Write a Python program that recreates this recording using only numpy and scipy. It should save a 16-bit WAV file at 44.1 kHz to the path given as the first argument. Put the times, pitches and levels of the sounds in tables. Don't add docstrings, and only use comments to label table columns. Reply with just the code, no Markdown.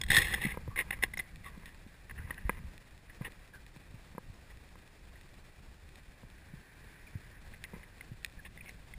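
import sys
import numpy as np
from scipy import signal
from scipy.fft import rfft, irfft
from scipy.io import wavfile
from scipy.ndimage import uniform_filter1d

SR = 44100
rng = np.random.default_rng(int(sys.argv[2]) if len(sys.argv) > 2 else 0)


def file_out(sig):
    cols = np.atleast_2d(sig).T
    lim = np.clip(cols, -1, 1)
    pcm = np.round(lim * 32767).astype(np.int16)
    wavfile.write(sys.argv[1], SR, pcm)


N = 395998
TIME = np.arange(N) / SR
BINS = np.fft.rfftfreq(4096, 1 / SR)
RING_HALF_WIDTH_HZ = 150

# (pitch [Hz], half width [Hz], level [dB])
CASE_MODES = [(170, 130, -25.5), (341, 32, -20), (467, 135, -20.5), (795, 72, -18.5), (1074, 56, -18.5),
              (1648, 92, -13), (2633, 213, -17.5), (2874, 88, -22)]
# (pitch [Hz], half width [Hz], level [dB])
TREBLE_MODES = [(3296, 30, -2), (3533, 190, 0), (3800, 62, -4), (4166, 77, -5.5), (5050, 480, -19),
                (5250, 190, -11), (5600, 280, -26.5)]
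# (pitch [Hz], half width [Hz], level [dB])
HOLLOW_MODES = [(190, 55, 6), (350, 110, -0.5), (496, 76, 4), (1000, 114, 6.5), (1245, 100, 2),
                (1630, 53, 7), (2020, 100, 8), (2400, 124, 3.5), (3220, 1600, -14)]


def slips(gain_db=0.5, rise=0.36, fall=0.97, catch_s=0.0047, lead_s=0.001396, bright_db=1):
    # (time [s], level [dB], length [s])
    events = [(0.016, -29.5, 0.0019), (.038, -33.5, .0027), (.066, -45, 0.0018), (0.105, -21, 0.0029),
              (.119, -20, 0.0021), (0.1687, -17, .0022), (0.175, -21, 0.0043), (.186, -18, 0.0042),
              (.22, -26, 0.0048), (.341, -26.5, 0.0057), (0.453, -32, 0.0041), (0.763, -35, 0.0048),
              (.7915, -24.5, 0.0025), (0.8, -31.5, .004), (0.811, -32, 0.0027), (0.909, -27.5, 0.0026),
              (1.028, -31, 0.0054), (1.038, -20, .0022), (1.139, -37.5, 0.0047), (1.175, -33.5, 0.0025),
              (1.194, -32, 0.0039), (1.201, -34.5, .005), (2.099, -45.5, 0.0032), (2.112, -41.5, .003),
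              (2.184, -46, 0.0081), (2.309, -32.5, .0023), (2.381, -44, 0.0065), (3.101, -52, 0.0065),
              (4.506, -54, 0.0063), (5.16, -55.5, .006), (7.54, -50.5, 0.005), (7.643, -44.5, .0068),
              (7.834, -49.5, .004), (8.011, -40.5, 0.0018), (8.576, -46, .002), (8.695, -41.5, 0.001),
              (8.939, -43.5, 0.002)]
    out = np.zeros(N)
    t = np.arange(-SR // 90, SR // 25) / SR
    for start, db, length in events:
        ring_hz, treble_db = grip(start)
        spread = np.where(t < 0, rise, fall) * length
        flurry = rng.standard_normal(len(t)) * np.exp(-.5 * (t / spread) ** 2)
        flurry /= np.linalg.norm(flurry)
        flurry[t == 0] += .5 * np.exp(-length / catch_s)
        sound = signal.fftconvolve(flurry, tap_ring(case_gain(ring_hz, treble_db + bright_db)))
        size = amp(db + gain_db) * np.sqrt((length + 0.001) * SR)
        add(out, start + t[0] - lead_s, size * sound / np.linalg.norm(sound))
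    return out


def scrapes(wander_hz=90, low_db=-7):
    # (start [s], length [s], level [dB])
    slides = [(.08, 0.015, -42), (.102, 0.087, -29), (.19, 0.17, -39), (.37, 0.044, -48),
              (.41, 0.11, -39.5), (.772, 0.037, -34.5), (.92, 0.017, -37), (1.025, .018, -38),
              (1.2, 0.1, -63), (1.44, 0.044, -51), (1.655, .035, -55), (2.15, 0.43, -60),
              (3.245, 0.017, -38.5), (8.447, 0.016, -46), (8.57, 0.053, -61), (8.652, 0.051, -55)]
    force = catches(per_s=3000, size_db=3.0, judder_db=1.64)
    ring_hz, treble_db = grip(TIME)
    ring = unit(moving_ring(force, ring_hz + wander_hz * waver(0.029), RING_HALF_WIDTH_HZ))
    low = amp(low_db) * ring_modes(force, CASE_MODES)
    treble = amp(treble_db) * ring_modes(force, TREBLE_MODES)
    return strokes(slides, attack=0.0052, release=0.0089) * (ring + low + treble)


def grip(time):
    # (time [s], main ring [Hz], treble relative to the ring [dB])
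    grips = [(.03, 1880, -4.5), (.19, 1850, -6), (.34, 1880, -10), (.46, 2020, -12), (.8, 1990, -18.5),
             (1.04, 1980, -16), (1.16, 2030, -14), (1.66, 1830, -7.5), (2.1, 1800, -39),
             (3.26, 1940, -17.5), (8, 2000, -23), (8.46, 1910, -16), (8.65, 2130, -14.5)]
    times, ring_hz, treble_db = np.transpose(grips)
    return np.interp(time, times, ring_hz), np.interp(time, times, treble_db)


def case_gain(ring_hz, treble_db):
    body = resonances(CASE_MODES + [(ring_hz, RING_HALF_WIDTH_HZ, 0)])
    return np.hypot(unit(body), amp(treble_db) * unit(resonances(TREBLE_MODES)))


def knocks():
    # (time [s], peak [dB], dulled above [Hz])
    blows = [(.573, -25.5, 920), (0.678, -33.5, 690), (2.3065, -27, 3420), (2.495, -13, 2400),
             (3.212, -37, 603), (3.28, -42, 600), (3.762, -46.5, 1200), (4.15, -42, 900),
             (4.181, -26, 1000), (4.756, -41, 1800), (6.233, -43, 780), (7.735, -36, 740),
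             (7.765, -41, 550)]
    out = np.zeros(N)
    for start, db, dull_hz in blows:
        ring = tap_ring(resonances(HOLLOW_MODES) / np.sqrt(1 + (BINS / dull_hz) ** 6))
        add(out, start, amp(db) * ring / abs(ring).max())
    return out


def bumps(rise_s=0.0011, sag=0.4, sag_s=0.0078, fade_cycles=8):
    # (time [s], peak [dB], middle pitch [Hz])
    pushes = [(.101, -29.5, 126), (0.177, -26.5, 135), (.45, -27, 192), (.464, -26, 168),
              (.683, -31.5, 111), (1.575, -42, 190), (1.864, -46, 217), (2.195, -37.5, 92),
              (2.243, -37, 90), (2.452, -26.5, 56), (3.21, -32, 141), (3.764, -45.5, 153),
              (3.941, -40.5, 132), (4.15, -42.5, 178), (4.298, -41, 97), (6.236, -45.5, 151),
              (6.537, -39.5, 155), (7.154, -30.5, 110), (7.739, -39, 171), (8.116, -36, 128)]
    out, t = np.zeros(N), np.arange(SR // 4) / SR
    for start, db, hz in pushes:
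        turns = np.cumsum(hz * (1 - sag / 2 + sag * np.exp(-t / sag_s))) / SR
        fade = amp(-60 * t * hz / fade_cycles)
        rock = np.sin(2 * np.pi * turns) * (1 - np.exp(-t / rise_s)) * fade
        add(out, start, amp(db) * rock / abs(rock).max())
    return out


def hand_rubs():
    # (start [s], length [s], level [dB])
    shifts = [(.1, 0.11, -46), (.3, 0.25, -54.5), (.775, .03, -51.5), (.92, 0.13, -58), (1.45, .2, -60.5),
              (2.18, 0.15, -58), (2.45, 0.13, -59.5), (3.21, 0.035, -53.5), (7.735, 0.016, -56)]
    force = catches(per_s=600, size_db=4.0, judder_db=2.0)
    return strokes(shifts, attack=0.01, release=0.062) * ring_modes(force, HOLLOW_MODES)


def snaps(far_db=-61, far_per_s=22, size_db=5):
    # (time [s], peak [dB])
    near_snaps = [(1.359, -39.5), (1.658, -36), (2.344, -40), (2.779, -38.5), (3.321, -43.5),
                  (3.665, -42.5), (5.212, -43), (5.957, -41), (7.64, -27.5), (8.247, -20), (8.262, -38)]
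    # (pitch [Hz], half width [Hz], level [dB])
    modes = [(1080, 250, -45.5), (1880, 133, 7.5), (2485, 190, 6), (3570, 400, -0.5), (4140, 190, -1.5),
             (5020, 310, -6), (5500, 110, -7.5)]
    far_hits = rng.random(N) < far_per_s / SR
    clicks = far_hits * amp(far_db + size_db * np.minimum(rng.exponential(1, N), 3))
    for start, db in near_snaps:
        add(clicks, start, amp([db]))
    ring = tap_ring(resonances(modes))
    return signal.oaconvolve(clicks, ring / abs(ring).max())[:N]


def squeaks(sag=0.057, shake=0.043, flutter_db=3, rise=0.2):
    # (time [s], level [dB], starting pitch [Hz], length [s])
    tones = [(0.701, -51.5, 1175, 0.081), (1.18, -45, 5600, 0.0068), (1.451, -50, 1136, 0.073),
             (3.534, -46.5, 1630, .054), (7.067, -47, 2450, .023), (8.388, -51, 1730, 0.026),
             (8.606, -54, 2460, .021), (8.69, -46, 5670, 0.0047)]
    out = np.zeros(N)
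    wobble = 1 + shake * waver(0.0022)
    flutter = amp(flutter_db * waver(0.0055))
    for start, db, hz, length in tones:
        span = slice(round(start * SR), round((start + 2 * length) * SR))
        age = (TIME[span] - TIME[span][0]) / length
        turns = np.cumsum(hz * wobble[span] * (1 - sag * age)) / SR
        swell = age / rise * np.exp(1 - age / rise)
        add(out, start, amp(db) * flutter[span] * swell * np.sin(2 * np.pi * turns))
    return out


def water(hiss_db=-60.5, lumpy_db=2, flicker_db=1.65, wash_flicker_db=1.5):
    # (frequency [Hz], level [dB])
    rumble_colour = [(10, -6), (25, 2), (60, 0.5), (120, -7.5), (200, -11.5), (320, -30.5), (700, -48)]
    hiss_colour = [(20, -12), (150, -1), (280, 6), (500, 3), (800, 1), (1350, -2.5), (1600, 1), (1950, 2),
                   (2200, -2), (2400, 2), (3000, -6.5), (3600, -4.5), (5500, -9)]
    wash_colour = [(500, -41), (1050, -6), (1320, -14), (1550, 3), (1900, 4), (2150, -4.5), (2370, 0),
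                   (2650, -16), (3000, -17), (5500, -18)]
    # (time [s], level [dB])
    flow_levels = [(0, -45), (.15, -37.5), (.35, -45.5), (.8, -47.5), (2.05, -55.5), (2.2, -48.5),
                   (2.65, -45.5), (2.8, -55), (6, -55.5), (9, -52.5)]
    # (time [s], level [dB])
    wash_levels = [(0, -66), (3, -69), (5.6, -81), (6.2, -70), (6.8, -61), (7.3, -63.5), (7.9, -67),
                   (9, -78)]
    rumble = noise(rumble_colour) * amp(curve(flow_levels) + lumpy_db * waver(0.063))
    hiss = noise(hiss_colour) * amp(hiss_db + flicker_db * waver(0.018))
    wash = noise(wash_colour) * amp(curve(wash_levels) + wash_flicker_db * waver(0.043))
    return rumble + hiss + wash


def catches(per_s, size_db, judder_db):
    train = (rng.random(N) < per_s / SR) * rng.choice([-1, 1], N)
    return train * amp(size_db * np.minimum(rng.exponential(1, N), 4) + judder_db * waver(0.0045))


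def strokes(rows, attack, release):
    level = np.zeros(N)
    for start, length, db in rows:
        onset = np.clip((TIME - start) / attack, 0, 1)
        fade = np.exp(-np.maximum(TIME - start - length, 0) / release)
        level += amp(db) * onset * fade
    return level


def resonances(modes):
    return np.sqrt(sum((amp(db) / (1 + ((BINS - hz) / width) ** 2)) ** 2 for hz, width, db in modes))


def tap_ring(gain):
    log_gain = np.log(np.maximum(gain / gain.max(), 1e-5))
    mirrored = np.concatenate([log_gain, log_gain[-2:0:-1]])
    spectrum = np.exp(np.conj(signal.hilbert(mirrored)))
    return np.fft.ifft(spectrum).real[:len(BINS)]


def ring_modes(force, modes):
    return unit(signal.oaconvolve(force, tap_ring(resonances(modes)))[:N])


def moving_ring(force, hz, half_width):
    turn = np.exp(2j * np.pi * np.cumsum(hz) / SR)
    decay = np.exp(-2 * np.pi * half_width / SR)
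    return 2 * (turn * signal.lfilter([(1 - decay) ** 2], np.poly([decay, decay]), force / turn)).real


def noise(colour):
    hz, db = np.transpose(colour)
    gain = amp(np.interp(np.log(np.fft.rfftfreq(N, 1 / SR) + 1), np.log(hz), db))
    return unit(irfft(rfft(rng.standard_normal(N)) * gain, N))


def waver(seconds):
    span = max(int(seconds * SR), 1)
    return unit(uniform_filter1d(uniform_filter1d(rng.standard_normal(N), span), span))


def amp(db):
    return 10 ** (np.asarray(db) / 20)


def unit(x):
    return x / np.sqrt(np.mean(x ** 2) + 1e-20)


def curve(rows):
    return np.interp(TIME, *np.transpose(rows))


def add(mix, start_s, sound):
    part = mix[max(round(start_s * SR), 0):][:len(sound)]
    part += sound[:len(part)]


def lowpass(x, hz):
    return signal.oaconvolve(x, signal.firwin(301, hz, window=("kaiser", 7), fs=SR)[None], "same")


def scene():
    mono = slips() + scrapes() + hand_rubs() + squeaks() + knocks() + bumps() + snaps() + water()
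    return np.array([mono, mono])


def record(dry, noise_db=-83):
    # (frequency [Hz], level [dB])
    noise_colour = [(59, -43), (100, -23), (375, -12.5), (2690, -19.5), (8520, -19), (10100, -34),
                    (15000, -33)]
    slow = signal.resample_poly(lowpass(dry, 5880), 40, 147, axis=1, window=signal.firwin(12001, 1 / 147))
    steps = np.repeat(slow, 4, axis=1)
    held = signal.resample_poly(steps, 147, 160, axis=1)[:, :N]
    hiss = amp(noise_db) * np.array([noise(noise_colour) for channel in held])
    return lowpass(held + hiss, 15200)


dry = scene()
out = record(dry)
file_out(out)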